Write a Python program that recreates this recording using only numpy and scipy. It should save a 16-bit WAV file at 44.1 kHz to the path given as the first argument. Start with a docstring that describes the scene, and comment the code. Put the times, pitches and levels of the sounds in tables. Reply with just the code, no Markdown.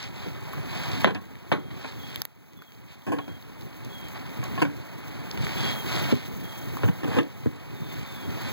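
"""Pigs root in dry corn stalks in an open field: hollow knocks (resonant modes struck by bursts of force)
and sharp snaps (very short bursts through bright resonances). Snouts shove through husks (shaped noise and
crackle) over a steady rush of air (shaped noise); a far bird whistles (falling sines with echoes).
The gain control ducks at each loud blow and creeps back, so everything sinks and swells again.
The small stereo microphone hears mostly through one port, so the sound is wide and out of phase."""
import sys
import numpy as np
from scipy import signal
from scipy.fft import rfft, irfft, next_fast_len
from scipy.io import wavfile
from scipy.ndimage import uniform_filter1d

SR = 44100
rng = np.random.default_rng(int(sys.argv[2]) if len(sys.argv) > 2 else 0)


def to_wav(sig):
    """Store sig (one row per channel, or 1-D mono) as 16-bit WAV at the path in sys.argv[1].

    Samples outside -1..1 are clipped; the rate is SR.
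    """
    pcm = np.clip(np.atleast_2d(sig), -1, 1) * 32767
    pcm = np.round(pcm).astype(np.int16)
    wavfile.write(sys.argv[1], SR, pcm.T)  # frames by channels


N = 375732

# spectrum of rushing air, also of dull rubbing: (frequency [Hz], relative level per Hz [dB])
AIR_SPECTRUM = [(200, -19), (500, 1.5), (900, 3.5), (1300, -1), (1800, -3), (2300, -1.5), (3000, -14.5),
                (4200, -17.5), (8000, -29)]


def from_db(db):
    """Decibels to amplitude gain."""
    return 10 ** (np.asarray(db) / 20)


def rms_one(x):
    """Scale to rms 1."""
    return x / np.sqrt(np.mean(x ** 2) + 1e-20)


def in_time(rows):
    """A level curve, interpolated to every sample."""
    s, level = np.transpose(rows)
    return np.interp(np.arange(N) / SR, s, level)


def add(out, s, sound):
    """Mix a sound in at a time in seconds."""
    at = int(np.clip(round(s * SR), 0, N - 1))
    out[at:at + len(sound)] += sound[:N - at]


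def drift(rate_hz):
    """Slow random wandering of rms 1: noise smoothed by two equal poles."""
    step = 40   # samples between the slow values
    r = np.exp(-2 * np.pi * rate_hz * step / SR)
    noise = rng.standard_normal(N // step + 2002)
    slow = signal.lfilter([1], [1, -2 * r, r * r], noise)[2000:]   # skip the filter's start
    return np.interp(np.arange(N) / step, np.arange(len(slow)), rms_one(slow))


def colour(x, spectrum):
    """Give a steady sound a spectrum; rms 1."""
    hz, db = np.transpose(spectrum)
    size = next_fast_len(N)
    bins = np.maximum(np.arange(size // 2 + 1) * SR / size, 1)
    gain = from_db(np.interp(np.log(bins), np.log(hz), db))
    return rms_one(irfft(rfft(x, size) * gain, size)[:N])


def resonate(x, modes, sign=-1):
    """Parallel resonances with alternating signs, or (sign 1) all starting in step."""
    out = 0
    for k, (hz, width, db) in enumerate(modes):
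        r = np.exp(-np.pi * width / SR)
        poles = [1, -2 * r * np.cos(2 * np.pi * hz / SR), r * r]
        mode = (1 - r * r) / 2 * signal.lfilter([1, 0, -1], poles, x)
        out = out + sign ** k * from_db(db) * mode
    return out


def band(x, low_hz, high_hz):
    """Butterworth band-pass."""
    return signal.sosfilt(signal.butter(2, [low_hz, high_hz], "band", fs=SR, output="sos"), x)


def at_level(x, db, first_s):
    """Set the rms level of a sound's first moments."""
    return from_db(db) * x / np.sqrt(np.mean(x[:int(first_s * SR)] ** 2) + 1e-20)


def envelope(x):
    """Running rms over a span short enough to read peaks, keener on the treble."""
    span_s, treble_weight = 0.00069, 2.72
    weighted = x + treble_weight * np.diff(x, prepend=0)
    power = uniform_filter1d(weighted ** 2, int(span_s * SR))
    return np.sqrt(np.maximum(power, 1e-12))


def at_peak(x, db):
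    """Set the peak reading of a sound."""
    return from_db(db) * x / envelope(x).max()


def rush(rumble_db, air_db, hiss_db, lumpy_db, flutter_db, flicker_db):
    """Open air all around: lumpy low rumble, rushing air and a thin, flickering hiss, all shaped noise."""
    # spectra of rumble and hiss: (frequency [Hz], relative level per Hz [dB])
    rumble_spectrum = [(12, -36), (25, -10), (50, -15), (80, -5), (120, 1), (200, -5.5), (280, -7),
                       (420, -12.5), (600, -29.5), (1200, -57)]
    hiss_spectrum = [(3000, -48), (6000, 0.5), (8500, -10.5), (11500, -10.5), (13500, 2), (15500, 2.5)]
    layers = [(rumble_db + lumpy_db * drift(5.2), rumble_spectrum),
              (air_db + flutter_db * drift(22.0), AIR_SPECTRUM),
              (hiss_db + flicker_db * drift(23), hiss_spectrum)]
    return sum(from_db(db) * colour(rng.standard_normal(N), spectrum) for db, spectrum in layers)


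def bird(waver_hz, echo_db, echo_s):
    """A far bird repeats a thin falling whistle, a wavering sine smeared by scattered echoes."""
    # falling whistles:
    # (time [s], length [s], start pitch [Hz], fall [Hz], peak level before flutter and echoes [dB])
    calls = [(1.57, 0.19, 3300, 90.3, -44), (1.984, .2, 3360, 110, -39.5), (2.553, .22, 3430, 260, -39),
             (3.17, .24, 3320, 125, -37), (3.88, .24, 3375, 240, -39.5), (5.563, 0.28, 3360, 150, -34.5),
             (6.42, 0.24, 3310, 80, -42), (7.724, .22, 3690, 160, -45.5), (7.848, 0.12, 3620, 70, -46.5),
             (8.038, 0.19, 3654, 150, -45.5), (8.142, .19, 3420, 220, -46)]
    out, waver = np.zeros(N), drift(132.8)
    flutter = from_db(1.8 * drift(25))   # moving air breaks up the far calls
    for s, length_s, start_hz, fall_hz, db in calls:
        u = np.linspace(0, 1, int(length_s * SR))
        hz = start_hz - fall_hz * u + waver_hz * np.roll(waver, -int(s * SR))[:len(u)]
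        swell = np.interp(u, [0, .15, .55, 1], [0, 1, .7, .1])
        add(out, s, from_db(db) * swell * np.sin(2 * np.pi * np.cumsum(hz) / SR))
    out = out * flutter
    t = np.arange(SR // 2) / SR
    echoes = rng.standard_normal(len(t)) * np.exp(-t / echo_s)
    echoes = echoes / np.sqrt(np.sum(echoes ** 2))
    return out + from_db(echo_db) * signal.fftconvolve(out, echoes)[:N]


def crackle(per_s, spread_db, clump_db):
    """Tiny fibre breaks of uneven size that come in clumps; rms 1."""
    born = rng.random(N) < per_s * from_db(clump_db * drift(14)) / SR
    sizes = from_db(spread_db * np.minimum(rng.exponential(1, N), 4))
    return rms_one(born * sizes * rng.choice([-1, 1], N))


def shoving():
    """Strength of the rustle and of the rubbing: each shove swells and fades in one smooth arch."""
    # a snout or foot shoves through the husks:
    # (time at the strongest [s], length [s], rustle [dB], dull rubbing relative to the rustle [dB])
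    shoves = [(0.016, .17, -30, -13), (0.218, 0.23, -39, 0), (0.823, 0.35, -36, -1),
              (1.01, 0.23, -38.5, -4), (1.844, 0.3, -36, 0.5), (2.11, 0.33, -37, -11),
              (2.916, 0.13, -36, -7.5), (4.165, 0.041, -42, 7.5), (4.457, 0.044, -40.5, 2.5),
              (4.61, .045, -39.5, -2), (5.494, 0.27, -36.5, -4.5), (5.662, .23, -32, -4),
              (5.957, 0.24, -32.5, -2), (6.105, 0.15, -36.5, 0), (6.188, 0.2, -36, -5.5),
              (7.162, 0.24, -40, 6.5), (7.982, 0.26, -41, -4), (8.478, 0.42, -38.5, -1.5)]
    t = np.arange(N) / SR
    strength = np.zeros((2, N))
    for s, length_s, db, rub_db in shoves:
        arch = np.cos(np.pi * np.clip((t - s) / length_s, -.5, .5))
        strength += from_db([[db], [db + rub_db]]) * arch
    return strength


def husks(push, rubbing, grain_share, tick_db):
    """Snouts and feet push through dry husks: smooth rubbing, fine crackle and now and then a small tick."""
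    # spectrum of rustling husks: (frequency [Hz], relative level per Hz [dB])
    rustle_spectrum = [(1000, -4), (2200, 5), (3000, 4), (3450, 2.5), (3850, 2.5), (4400, 0), (5500, -8),
                       (7500, -15), (10000, -22.5), (16000, -31)]
    steady_rustle = from_db(-44.5)   # husks stirring all the time
    grains = crackle(per_s=1500, spread_db=5.5, clump_db=5.5)
    mixed = np.sqrt(grain_share) * grains + np.sqrt(1 - grain_share) * rng.standard_normal(N)
    rustle = colour(mixed, rustle_spectrum)
    t = np.arange(SR // 50) / SR
    tear = rng.standard_normal(len(t)) * np.exp(-t / 0.0062)   # a fibre tears over a few milliseconds
    breaks = crackle(per_s=30, spread_db=-6.0, clump_db=-0.5)
    ticks = rms_one(band(signal.fftconvolve(breaks, tear)[:N], 1500, 5900))
    rub = rubbing * colour(rng.standard_normal(N), AIR_SPECTRUM)
    return np.hypot(steady_rustle, push) * (rustle + from_db(tick_db) * ticks) + rub


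def contact(t, rattle_s, hardness, tail_db, tail_s):
    """A hard blow is mostly one push; a soft one builds up and rattles in slips. Loose litter settles after."""
    grip = from_db(1.5 * rng.standard_normal(len(t) // 64 + 1)).repeat(64)[:len(t)]   # changes every 1.5 ms
    build = 1 - np.exp(-t / (0.14 * rattle_s * (1 - hardness) + 1 / SR))
    decay = np.exp(-t / rattle_s) + from_db(tail_db) * np.exp(-t / tail_s)
    rattle = rng.standard_normal(len(t)) * grip * build * decay
    rattle = rattle / np.sqrt(np.sum(rattle ** 2))
    push = 1.32 * hardness * (t == 0)
    return np.sqrt(1 - hardness ** 4) * rattle + push


def snaps():
    """Brittle breaks: a very short burst through broad, bright resonances; a thicker stalk sounds lower."""
    # dry snaps and chewing ticks, peaks ahead of the gain control:
    # (time [s], peak reading [dB], top relative to the crack [dB], decay [s], pitch [ratio])
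    breaks = [(0.0275, -14, -14, .0005, 1), (0.0402, -17, -14, .0005, 1), (0.531, -21, -7.5, 0.0056, 0.28),
              (0.757, -27, -4, 0.00091, 1), (1.016, -19, 3, 0.00024, 2.1), (1.107, -17, -18, .0015, .9),
              (1.147, -15.5, -15, 0.0038, 1.16), (1.354, -23, -18, .001, .6),
              (2.159, -3.5, 3, 0.00018, 0.84), (2.2184, 6, 6.5, 0.00045, 1.16),
              (2.2525, 11.5, 12.5, 0.00018, 0.52), (2.533, -22, -6, .0008, 1.1),
              (2.589, -27, -15, 0.001, 0.26), (2.6197, -15, -8, 0.0028, 0.36),
              (2.72, -22, -14, .0008, 0.88), (2.749, -28, -2, .0008, 1.1), (3.02, -25, -12, 0.00087, .85),
              (3.186, -12, -18, 0.0027, 0.64), (3.424, -26, -12, 0.002, 0.92), (3.61, -23, -1, .0015, 1),
              (3.621, -26, -4, .001, 1.05), (3.73, -31, -12, .001, 0.87), (3.847, -23.5, 3, .0024, 1.6),
              (4.084, -21, 7, .0015, 1.5), (4.438, -19.5, 4.5, .002, 1.7), (4.7, -30, -6, .0015, 0.4),
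              (5.081, -24, 7, 0.00074, 1.6), (5.312, -17, -17.5, 0.0012, 1.12),
              (5.374, -23, -16, 0.0042, 0.57), (5.468, -18, -19, 0.00055, 0.48),
              (5.605, -23, -12, 0.0023, 1.1), (6.769, -20.5, -12, 0.0014, 0.26),
              (7.231, -22, -6, 0.0018, 0.99)]
    # resonances of a stalk and of its bright top: (frequency [Hz], width [Hz], level [dB])
    stalk_modes = [(700, 1800, -6), (3870, 1100, 5), (5060, 2800, -2.5)]
    top_modes = [(13100, 1700, 1)]
    out, t = np.zeros(N), np.arange(SR // 20) / SR
    for s, peak_db, top_db, decay_s, pitch in breaks:
        burst = contact(t, decay_s, hardness=0.16, tail_db=-33, tail_s=0.0039)
        stalk = [(hz * pitch, width * pitch, db) for hz, width, db in stalk_modes]
        crack = at_level(band(resonate(burst, stalk), 250, 6100), 0, first_s=0.013)
        top = at_level(band(resonate(burst, top_modes), 8100, 17700), top_db, first_s=0.0019)
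        add(out, s, at_peak(crack + top, peak_db))
    return out


def struck(modes, pitch=1):
    """Each blow lands on another spot, so the modes differ a little in strength; pitch scales them all."""
    spot_db = 1.3 * rng.standard_normal(len(modes))
    return [(hz * pitch, width, db + spot) for (hz, width, db), spot in zip(modes, spot_db)]


def knocks(scuff_db, slap_db):
    """Blows ring a hollow body's low, middle and high modes, some fixed longer tones and a faint scuff."""
    # hollow knocks and crunches, peaks ahead of the gain control, parts relative to the body:
    # (time [s], peak reading [dB], thud [dB], crack [dB], ring [dB], hollow tone [dB],
    #  rattle time of the contact [s], hardness [0-1], pitch [ratio])
    blows = [(0.26, -19.5, -1, -27, -32, -8, 0.0082, .2, 0.98),
             (0.58, -24, 8.5, -2, -25, -20, 0.0071, 0.62, 0.97),
             (1.045, 3, 3, 1.5, -17, -18, .006, .52, 1.05),
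             (1.0494, 3.5, 4.5, -3, -22, -12, 0.02, 0.29, 1.3),
             (1.071, -2, -7, -0.5, -16, -11, 0.02, 0.3, 0.97),
             (1.105, -9.5, 5, -2, -14, -3, .008, .26, 1.07),
             (1.147, -9.5, 3.5, 1.5, -4, -4, 0.014, 0.16, 1.09),
             (1.5168, 1.5, -1, 1, -16, -11, .008, .38, 0.96),
             (1.524, 1.5, -3, -3, -20, -4, 0.0035, 0.41, 1.3),
             (1.705, -22.5, -17.5, 0, -14, -20.5, 0.015, 0.23, 1.28),
             (1.772, -24.5, -15, -10, -18, -20, .004, .4, 1.3),
             (1.845, -16.5, -7, 0, -10, -20, .0058, .35, 0.92),
             (3.066, -5, -5, -14, -17, -2, 0.03, 0.14, 1.05), (3.12, -3, -4, -4, -5.5, 6, .018, 0.27, 0.99),
             (3.16, -17, 5, -7, -10, -2, .015, .1, 1.1), (3.185, -11, -5, 1, -2.5, -2, .007, 0.28, 0.95),
             (3.275, -16.5, 3, -12, -18, 0, 0.019, .05, 0.88), (4.428, -25.5, -5, 4, 6, -10, .003, .5, 0.9),
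             (4.577, -21.5, 4, 1, 5, -2.5, .009, .35, 1), (4.6175, -3.5, -2, -2, -20, 6, .013, 0.14, .96),
             (4.65, -13, 9, 4, -20, -10, .0058, 0.32, 1), (4.664, -16, 5, -17, -22, -2, .016, .12, 1),
             (6.124, -4.5, -3, -32, -37, -12, .011, 0.56, 0.86),
             (6.834, -9, 10, -4.5, -26, -13, 0.017, 0.48, .95),
             (6.879, -6.5, 12.5, -4.5, -19, -1, 0.014, 0.16, 1.02),
             (7.031, -14.5, -2, -9.5, -30, 3, 0.0092, 0.18, 1.14),
             (7.043, -15.5, 1, -5.5, -22, 1, 0.0057, 0.27, 1.1), (7.075, -16, 2, -13, -18, -1, .01, .3, 1),
             (7.115, -16, 2, -3, -21, -3, .046, 0.21, 1.04),
             (7.161, -6.5, -1.5, -12, -21, 3, .024, .12, 1.05),
             (7.186, -3, -4, -6, -27, 2, .012, .25, 1.15),
             (7.459, -4.5, 1.5, -28, -35, -20, .0052, 0.89, 0.83),
             (7.468, -11, 2, -18, -35, -15, .0057, 0.67, 1.02),
             (7.807, -13, 29, -14, -20, -15, 0.0063, 0.58, 1.03)]
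    # what a knock rings with, each: (frequency [Hz], width [Hz], level [dB])
    thud_modes = [(96.5, 38.5, -1.5), (136.3, 40, 1), (185, 22.3, -3.5)]
    body_modes = [(227, 56, -0.5), (282.6, 33, 4.5), (377, 45, -7), (462, 30, -0.5), (567, 21, -21.5)]
    crack_modes = [(633, 210, -2), (1140, 260, -2.5), (1470, 276, 0.5), (1734, 540, -3.5),
                   (2320, 290, -1.5), (3170, 490, -9.5), (4660, 300, -19.5)]
    ring_modes = [(752, 21, -0.5), (1093, 25, 3), (1638, 43, -4)]
    hollow_modes = [(288, 13, 1.5), (475.7, 23, -9)]
    out, t = np.zeros(N), np.arange(SR // 3) / SR
    for s, peak_db, thud_db, crack_db, ring_db, hollow_db, rattle_s, hardness, pitch in blows:
        low_force = contact(t, rattle_s, hardness, tail_db=-21, tail_s=0.061)
        thud = band(resonate(low_force, struck(thud_modes, pitch)), 86, 300)
        body_force = contact(t, rattle_s, hardness, tail_db=-14, tail_s=0.048)
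        body = band(resonate(body_force, struck(body_modes, pitch), sign=1.0), 192, 580)
        body = band(body, 93, 524)   # the body carries almost nothing above its modes
        force = contact(t, rattle_s, hardness, tail_db=-10, tail_s=0.029)
        # a hard blow is heard directly, as one broad pulse
        slap = from_db(slap_db) * hardness ** 2 * band(force, 320, 1490)
        crack = band(resonate(force, struck(crack_modes, pitch)) + slap, 290, 6900)
        ring = resonate(force, struck(ring_modes))
        hollow = sum(at_level(resonate(force, [(hz, width, 0)]), db, first_s=0.15)
                     for hz, width, db in hollow_modes)
        scuff = band(force, 4300, 13300)
        parts = [(thud, thud_db), (body, 0), (crack, crack_db), (ring, ring_db),
                 (hollow, hollow_db), (scuff, crack_db + scuff_db)]
        knock = sum(at_level(x, db, first_s=0.15) for x, db in parts)
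        add(out, s, at_peak(knock, peak_db))
    return out


def gain_control(x):
    """A peak over the ceiling turns the gain down quickly; it then creeps back at a steady rate."""
    ceiling_db, start_cut_db = -12.5, 9   # the gain is already turned down at the start
    attack_s, recover_db_per_s = 0.0019, 8.5
    over_db = np.maximum(20 * np.log10(envelope(x[0])) - ceiling_db, 0)   # only the first port steers it
    recovered = recover_db_per_s * np.arange(N) / SR
    held_db = np.maximum.accumulate(np.maximum(over_db + recovered, start_cut_db))
    cut_db = held_db - recovered
    r = np.exp(-1 / (attack_s * SR))
    smooth_db, _ = signal.lfilter([1 - r], [1, -r], cut_db, zi=[r * cut_db[0]])
    return x * from_db(-smooth_db)


def scene():
    """Everything in the field reaches the first port; the second gives only a weak hiss."""
    # levels of the low rumble and of the thin treble hiss: (time [s], level [dB])
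    rumble_level = [(0, -32), (0.95, -30), (1.5, -31), (2.5, -32.5), (4.2, -32.5), (5.3, -32), (6.1, -31),
                    (6.5, -33), (7.5, -30.5), (8.52, -30.5)]
    hiss_level = [(0, -49), (1, -46.5), (1.6, -45.5), (2.4, -43.5), (3.6, -45.5), (5.2, -49), (6, -40),
                  (6.4, -43.5), (7.5, -47), (8.52, -45)]
    # hiss of the weak port: (frequency [Hz], relative level per Hz [dB])
    weak_spectrum = [(400, -31), (2000, -6), (4000, -31), (7000, -9), (10000, 19), (15500, 11.5)]
    rumble_db, hiss_db = in_time(rumble_level), in_time(hiss_level)
    field = rush(rumble_db, -39.5, hiss_db, lumpy_db=2.5, flutter_db=0.6, flicker_db=3.0)
    whistles = bird(waver_hz=32, echo_db=-4, echo_s=.035)
    push, rubbing = shoving()
    litter = husks(push, rubbing, grain_share=0.34, tick_db=-13) + snaps()
    strong = field + whistles + litter + knocks(scuff_db=-34.5, slap_db=18)
    weak_db = hiss_db - 11   # follows the slow level of the treble hiss
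    weak = from_db(weak_db) * colour(rng.standard_normal(N), weak_spectrum)
    return np.array([strong, weak])


def record(dry):
    """After the gain control, stereo widening takes from each side a late copy of the other; the top is cut."""
    lag, cutoff_hz = 16, 15800   # lag in samples
    held = gain_control(dry)
    late = np.pad(held[::-1], [(0, 0), (lag, 0)])[:, :N]   # sides swapped
    wide = held - from_db(.35) * late
    return signal.sosfilt(signal.ellip(10, .2, 80, cutoff_hz, fs=SR, output="sos"), wide)


dry = scene()
out = record(dry)
to_wav(out)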